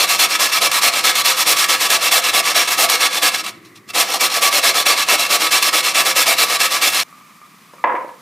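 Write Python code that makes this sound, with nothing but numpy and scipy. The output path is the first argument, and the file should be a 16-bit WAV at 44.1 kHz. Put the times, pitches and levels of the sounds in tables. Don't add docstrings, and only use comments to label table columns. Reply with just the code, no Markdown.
import sys
import numpy as np
from scipy import signal
from scipy.fft import rfft, irfft, next_fast_len
from scipy.io import wavfile
from scipy.ndimage import uniform_filter1d

SR = 44100
rng = np.random.default_rng(int(sys.argv[2]) if len(sys.argv) > 2 else 0)


def ratio_of_db(decibels):
    return 10 ** (np.asarray(decibels, float) / 20)


def to_wav(s):
    ch = np.atleast_2d(s).T
    pcm = np.round(np.clip(ch, -1, 1) * 32767)
    wavfile.write(sys.argv[1], SR, pcm.astype(np.int16))


N = 362080


def rms_one(x):
    return x / np.sqrt(np.mean(x ** 2) + 1e-20)


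def shaped(x, points):
    size = next_fast_len(N)
    hz, db = np.transpose(points)
    bin_hz = np.arange(size // 2 + 1) * SR / size
    gain = ratio_of_db(np.interp(np.log(bin_hz + 1), np.log(hz), db))
    return irfft(rfft(x, size) * gain, size)[..., :N]


def coloured(x, points):
    return rms_one(shaped(x, points))


def drift(rate_hz):
    hop = 40
    r = np.exp(-2 * np.pi * rate_hz * hop / SR)
    noise = rng.standard_normal(N // hop + 2002)
    slow = signal.lfilter([1], [1, -2 * r, r * r], noise)[2000:]
    return np.interp(np.arange(N) / hop, np.arange(len(slow)), rms_one(slow))


def ring(push, hz, t60_s):
    r, w = ratio_of_db(-60 / (t60_s * SR)), 2 * np.pi * hz / SR
    return signal.lfilter([0, np.sin(w)], [1, -2 * r * np.cos(w), r * r], push + 1e-18)


def resonate(force, modes, wander_db, wander_hz):
    out = 0
    for hz, width_hz, db in modes:
        wander = np.minimum(drift(wander_hz) + 0.62 * drift(1.5), 1.5)
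        drive = force * ratio_of_db(wander_db * min(width_hz / 50, 1) * wander)
        r = np.exp(-np.pi * width_hz / SR)
        feedback = [1, -2 * r * np.cos(2 * np.pi * hz / SR), r * r]
        mode = signal.lfilter([(1 - r * r) / 2, 0, (r * r - 1) / 2], feedback, drive)
        out = out + ratio_of_db(db) * mode
    return out


def hand():
    # start_s [s], midway_rasp_db [dB], swell_db from start to end [dB], boom_db against the rasp [dB]
    strokes = [(-0.03, -8.5, -1, -15), (0.073, -10, -5, -20.4), (0.178, -6.5, -1, -17.5),
               (0.278, -12, -1, -21), (0.382, -9.5, -4.5, -17.5), (0.501, -12.0, 12, -22),
               (0.599, -9, 0, -14), (0.703, -11, 5.5, -24), (0.809, -7, 2, -16.8), (0.917, -12.5, 1, -17.1),
               (1.026, -7, -3, -17), (1.135, -10.5, 3, -22), (1.236, -8, -3, -18.5),
               (1.348, -10.5, 11, -20), (1.451, -7.5, -2.5, -15.0), (1.561, -10, -6, -21),
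               (1.672, -9, -7, -16.5), (1.785, -11.5, 9, -20), (1.886, -8, 0, -16.5),
               (1.996, -10.5, 10, -18), (2.105, -4.5, -6, -17.5), (2.22, -11, 0, -18), (2.323, -9, 0, -15),
               (2.435, -10.5, -1, -19), (2.54, -7.5, -7, -15.5), (2.655, -12, 10, -20),
               (2.764, -8.0, 2.5, -13.3), (2.883, -8.5, -7.0, -17.5), (2.987, -8, 2, -17.5),
               (3.096, -13.0, 9.5, -16.5), (3.209, -8.2, -3, -17.5), (3.317, -16, -12, -20),
               (3.929, -9, 13, -15.5), (4.071, -14, 5, -12.5), (4.188, -9.5, 3, -13.5),
               (4.292, -12.5, 7, -12.5), (4.404, -7.5, 2, -13), (4.51, -9.2, 0, -15.2),
               (4.617, -7.5, -2, -17), (4.733, -11, -2, -14.5), (4.847, -5, -3, -13.5),
               (4.958, -12, -5, -16), (5.068, -7.8, 3, -13), (5.176, -12, -8, -16.3),
               (5.287, -9, -1, -14.5), (5.391, -10.5, -4.5, -15.5), (5.501, -7, -2.5, -16.5),
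               (5.608, -11, 0, -18), (5.718, -9, -2, -15), (5.823, -11, -6, -19.5), (5.934, -8, 3, -15.6),
               (6.039, -10.5, -2, -15), (6.143, -7, 3, -14.8), (6.257, -9.5, -10, -15),
               (6.362, -8.1, 2.5, -17.5), (6.472, -11, 1.0, -18.5), (6.586, -9.5, 0, -17.5),
               (6.698, -12, 1.5, -19), (6.802, -9, -2, -14.5), (6.917, -12, -4, -21.5)]
    # start_s [s], length_s [s], rasp_db [dB]
    grazes = [(3.442, .051, -23), (3.512, 0.033, -44), (3.65, 0.022, -41.5), (3.759, .015, -39),
              (3.889, 0.014, -29)]
    # start_s [s], rasp_db [dB]
    catches = [(0.395, -13), (0.617, -8.5), (0.7148, -8.5), (1.1545, -7), (1.4067, -8), (1.641, -6),
               (1.9025, -4.5), (2.3347, -13), (2.898, -2.5), (3.4451, -21), (4.208, -5), (4.5326, -9),
               (5.086, -6), (5.625, -5), (5.73, -10), (5.947, -9), (6.6029, -7)]
    longest_stroke_s = 0.12
    early_peak = (0.86, 0.93)
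    speed_power = (1.66, 1.29)
    full_bite_db = (4, 2.5)
    brush_db = (-24, -21)
    lift_s, resume_s, lift_db_per_s = 3.33, 3.95, 300
    graze_rise_db_per_s, graze_fall_db_per_s, catch_fade_db_per_s = 1500, 700, 500

    t = np.arange(N) / SR
    turn, midway, swell, boom = np.transpose(strokes)
    length = np.minimum(np.diff(turn, append=N / SR), longest_stroke_s)
    k = np.maximum(np.searchsorted(turn, t, side="right") - 1, 0)
    up = k % 2
    along = np.clip((t - turn[k]) / length[k], 0, 1)

    speed = np.abs(np.sin(np.pi * along ** np.take(early_peak, up)))
    speed_db = 20 * np.log10(speed + 1e-6)
    bite_db = np.minimum(np.take(speed_power, up) * speed_db + np.take(full_bite_db, up), 0)
    stroke_db = midway[k] + swell[k] * (along - 0.5) + bite_db

    resting_db = np.interp(t, turn, np.resize(brush_db, len(turn)))
    resting_db = resting_db - lift_db_per_s * np.maximum(t - lift_s, 0) * (t < resume_s)
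    rasp_db = 10 * np.log10(ratio_of_db(2 * stroke_db) + ratio_of_db(2 * resting_db))

    for start_s, length_s, db in grazes:
        rise_db = graze_rise_db_per_s * np.maximum(start_s - t, 0)
        fall_db = graze_fall_db_per_s * np.maximum(t - start_s - length_s, 0)
        rasp_db = np.maximum(rasp_db, db - rise_db - fall_db)
    for start_s, db in catches:
        span = slice(int(start_s * SR), int((start_s + 0.03) * SR))
        catch_db = db - catch_fade_db_per_s * (t[span] - start_s)
        rasp_db[span] = np.maximum(rasp_db[span], catch_db)
    rasp_db = np.maximum(rasp_db, -90)

    boom_db = rasp_db + boom[k] + 0.3 * np.minimum(rasp_db + 25, 0)
    return rasp_db, boom_db


def grating():
    # pitch_hz [Hz], level_db [relative dB per Hz]
    rasp_spectrum = [(470, -34.5), (800, -12.5), (884, -13), (1140, -5), (1460, -11.5), (2230, -4.5),
                     (2970, -5.5), (4060, -6.5), (11600, -10.5), (15900, -14.5)]
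    # pitch_hz [Hz], width_hz [Hz], level_db [relative dB]
    wall_modes = [(990, 80, -13.5), (1148.5, 11.4, 4), (1277, 40, -4.5), (1679, 74, -8), (1874, 18, -8),
                  (2183, 28.6, -2), (2322, 50, -9.5), (2668, 58, -2), (3270, 35, -14), (3460, 82, -7),
                  (3920, 78, -5.5), (4224, 63, -5.5), (4540, 59, -12), (5130, 46, -7), (5535, 53, -5.5),
                  (7280, 47, -15.5), (8280, 170, -20)]
    # pitch_hz [Hz], width_hz [Hz], level_db [relative dB]
    box_modes = [(326, 20, -3.5), (386, 20, -6), (518.6, 34.4, 4), (588, 54, -2.5), (687, 65, 3),
                 (765, 66, -1.5)]
    bites_per_s = 9000

    rasp_db, boom_db = hand()
    bites = rms_one(rng.choice([-1, 1], N) * (rng.random(N) < bites_per_s / SR))
    skip_depth_db = np.clip(0.92 * (-10.5 - rasp_db), 0, 2.2)
    skip_db = skip_depth_db * drift(43) + 0.48 * drift(300)
    rasp_gain = ratio_of_db(rasp_db + skip_db)
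    boom_gain = ratio_of_db(boom_db + skip_db)

    rasp = coloured(bites, rasp_spectrum)
    dull = signal.lfilter(*signal.butter(1, 5000, fs=SR), rasp)
    sharp_db = 0.47 * np.clip(rasp_db + 3.5, -16, 6) + 1.9 * drift(6.5)
    tearing = ratio_of_db(-5) * (dull + (rasp - dull) * ratio_of_db(sharp_db)) * rasp_gain

    walls = ratio_of_db(6.5) * resonate(bites * rasp_gain, wall_modes, wander_db=4, wander_hz=20)
    box = ratio_of_db(11.5) * resonate(bites * boom_gain, box_modes, wander_db=4, wander_hz=16)
    bass_cut = signal.butter(3, 230, "high", fs=SR, output="sos")
    return signal.sosfilt(bass_cut, tearing + walls + box)


def bowl():
    # start_s [s], glass_db [relative dB], board_db [relative dB]
    hits = [(7.734, -37, -33), (7.8403, 1.5, -29), (7.845, -8.5, -9), (7.872, -6.5, -21),
            (7.893, -12.5, -20), (7.92, -21, -34), (7.94, -27, -12.5), (7.951, -10.5, -19),
            (7.962, -19.5, -30), (7.991, -26, -42), (8.008, -30, -39), (8.029, -32, -41), (8.044, -30, -20),
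            (8.09, -27, -43)]
    # pitch_hz [Hz], level_db [relative dB], t60_s [s]
    glass_modes = [(706, -11.5, .06), (946, 1, 0.059), (1041, -4, 0.061), (1120, -12, 0.073),
                   (1280, -11.5, 0.042), (1690, -12.5, 0.038), (2020, -11, .03), (2580, -27, .03)]
    # pitch_hz [Hz], level_db [relative dB], t60_s [s]
    board_modes = [(314, -10, 0.048), (498, -3, 0.037), (596, -3.5, 0.023)]
    # pitch_hz [Hz], level_db [relative dB per Hz]
    clatter_spectrum = [(150, -13), (400, -4.5), (1000, -0.5), (1800, 0), (2800, -12), (4200, -34),
                        (9000, -50), (16000, -56)]
    clatter_t60_s = 0.08

    glass, board, burst = np.zeros((3, N))
    for start_s, glass_db, board_db in hits:
        at = round(start_s * SR)
        glass[at] = ratio_of_db(glass_db)
        board[at] = ratio_of_db(board_db)
        burst[at:] += ratio_of_db(glass_db - 60 * np.arange(N - at) / SR / clatter_t60_s)
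    burst = uniform_filter1d(burst, size=60)

    rings, thuds = 0, 0
    for k, (hz, db, t60_s) in enumerate(glass_modes):
        rings = rings + ratio_of_db(db - 3) * (-1) ** k * ring(glass, hz, t60_s)
    for k, (hz, db, t60_s) in enumerate(board_modes):
        thuds = thuds + ratio_of_db(db) * (-1) ** k * ring(board, hz, t60_s)
    soft_contact = signal.butter(3, 3000, fs=SR)
    knocks = signal.lfilter(*soft_contact, rings + thuds)

    clatter = ratio_of_db(-12.5) * burst * coloured(rng.standard_normal(N), clatter_spectrum)
    bass_cut = signal.butter(2, 260, "high", fs=SR, output="sos")
    return signal.sosfilt(bass_cut, knocks + clatter)


def ticks():
    # start_s [s], level_db [relative dB]
    tick_times = [(7.0825, -42), (7.1268, -31), (7.148, -46), (7.212, -35), (7.273, -48), (7.3096, -44),
                  (7.416, -31), (7.7828, -33)]
    # pitch_hz [Hz], level_db [relative dB], t60_s [s]
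    tick_modes = [(1153, -3.5, .15), (1205, 0, 0.14), (1280, -10, .1), (2330, -8, .08)]
    clicks = np.zeros(N)
    for start_s, db in tick_times:
        clicks[round(start_s * SR)] = ratio_of_db(db)
    return sum(ratio_of_db(db - 8) * ring(clicks, hz, t60_s) for hz, db, t60_s in tick_modes)


def kitchen(x):
    t60_s, bright_t60_s, split_hz = 0.42, 0.15, 1900
    t = np.arange(SR // 2) / SR
    noise = rng.standard_normal((2, len(t))) * (t > 0.004)
    dull = signal.lfilter(*signal.butter(1, split_hz, fs=SR), noise)
    bright = noise - dull
    echoes = dull * ratio_of_db(-60 * t / t60_s) + bright * ratio_of_db(-60 * t / bright_t60_s - 9)
    echoes /= np.sqrt(np.sum(echoes ** 2) / 2)
    return signal.fftconvolve(x[:, None], echoes[None], axes=2)[..., :N]


def room_air(before_jump):
    # pitch_hz [Hz], level_db [relative dB per Hz]
    early_spectrum = [(30, -22), (80, -35), (104, -2.5), (130, -5), (165, -8.5), (195, 1.5), (250, -9),
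                      (330, 1.5), (480, -17), (900, -24), (1150, -8), (1500, -23), (2000, -9.5),
                      (2800, -26), (16000, -33)]
    later_spectrum = [(40, -42), (80, -28), (120, -12.5), (200, -1.5), (320, -11), (550, -19), (900, -14.5),
                      (1190, -1.5), (1500, -15), (2300, -9.5), (2800, -16.5), (16000, -25)]
    noise = rng.standard_normal((2, N))
    noise = noise[0] + 0.72 * noise[1] * [[1], [-1]]
    early = ratio_of_db(-44) * coloured(noise, early_spectrum)
    later = ratio_of_db(-45.5) * coloured(noise, later_spectrum)
    return np.where(before_jump, early, later) * ratio_of_db(0.9 * drift(18))


def scene():
    jump_s = 7.034
    before_jump = np.arange(N) < jump_s * SR
    rub = grating()
    knock = bowl() + ticks()
    rub_room, knock_room = kitchen(np.array([rub, knock]))
    near = (rub + ratio_of_db(-14) * rub_room) * before_jump
    near = near + knock + ratio_of_db(-7) * knock_room
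    slightly_right = ratio_of_db([[-0.8], [0.8]])
    return near * slightly_right + room_air(before_jump)


def low_pass(x):
    return signal.sosfilt(signal.butter(12, 16020, fs=SR, output="sos"), x)


def record(dry):
    # pitch_hz [Hz], level_db [dB]
    side_gain = [(60, -34), (200, -15.5), (700, -8.5), (1200, -6.5), (2400, -9.5), (5000, -12.5),
                 (16000, -20.5)]
    limit_db, release_db_per_s, attack_s = -9, 87, 0.0018
    low_cut_hz, top_cut_hz = 57, 16180

    mid = dry.mean(axis=0)
    side = shaped((dry[0] - dry[1]) / 2, side_gain)
    level_db = 10 * np.log10(uniform_filter1d(mid ** 2, size=88) + 1e-12)
    slope = release_db_per_s * np.arange(N) / SR
    held_db = np.maximum.accumulate(level_db + slope) - slope
    over_db = np.maximum(held_db - limit_db, 0)
    r = np.exp(-1 / (attack_s * SR))
    gain = ratio_of_db(-signal.lfilter([1 - r], [1, -r], over_db))

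    stereo = gain * np.array([mid + side, mid - side])
    out = 1.307 * np.tanh(stereo / 1.31)
    out = signal.sosfilt(signal.butter(2, low_cut_hz, "high", fs=SR, output="sos"), out)
    out = signal.sosfilt(signal.cheby2(12, 60, top_cut_hz, fs=SR, output="sos"), out)
    return low_pass(out)


dry = scene()
out = record(dry)
to_wav(out)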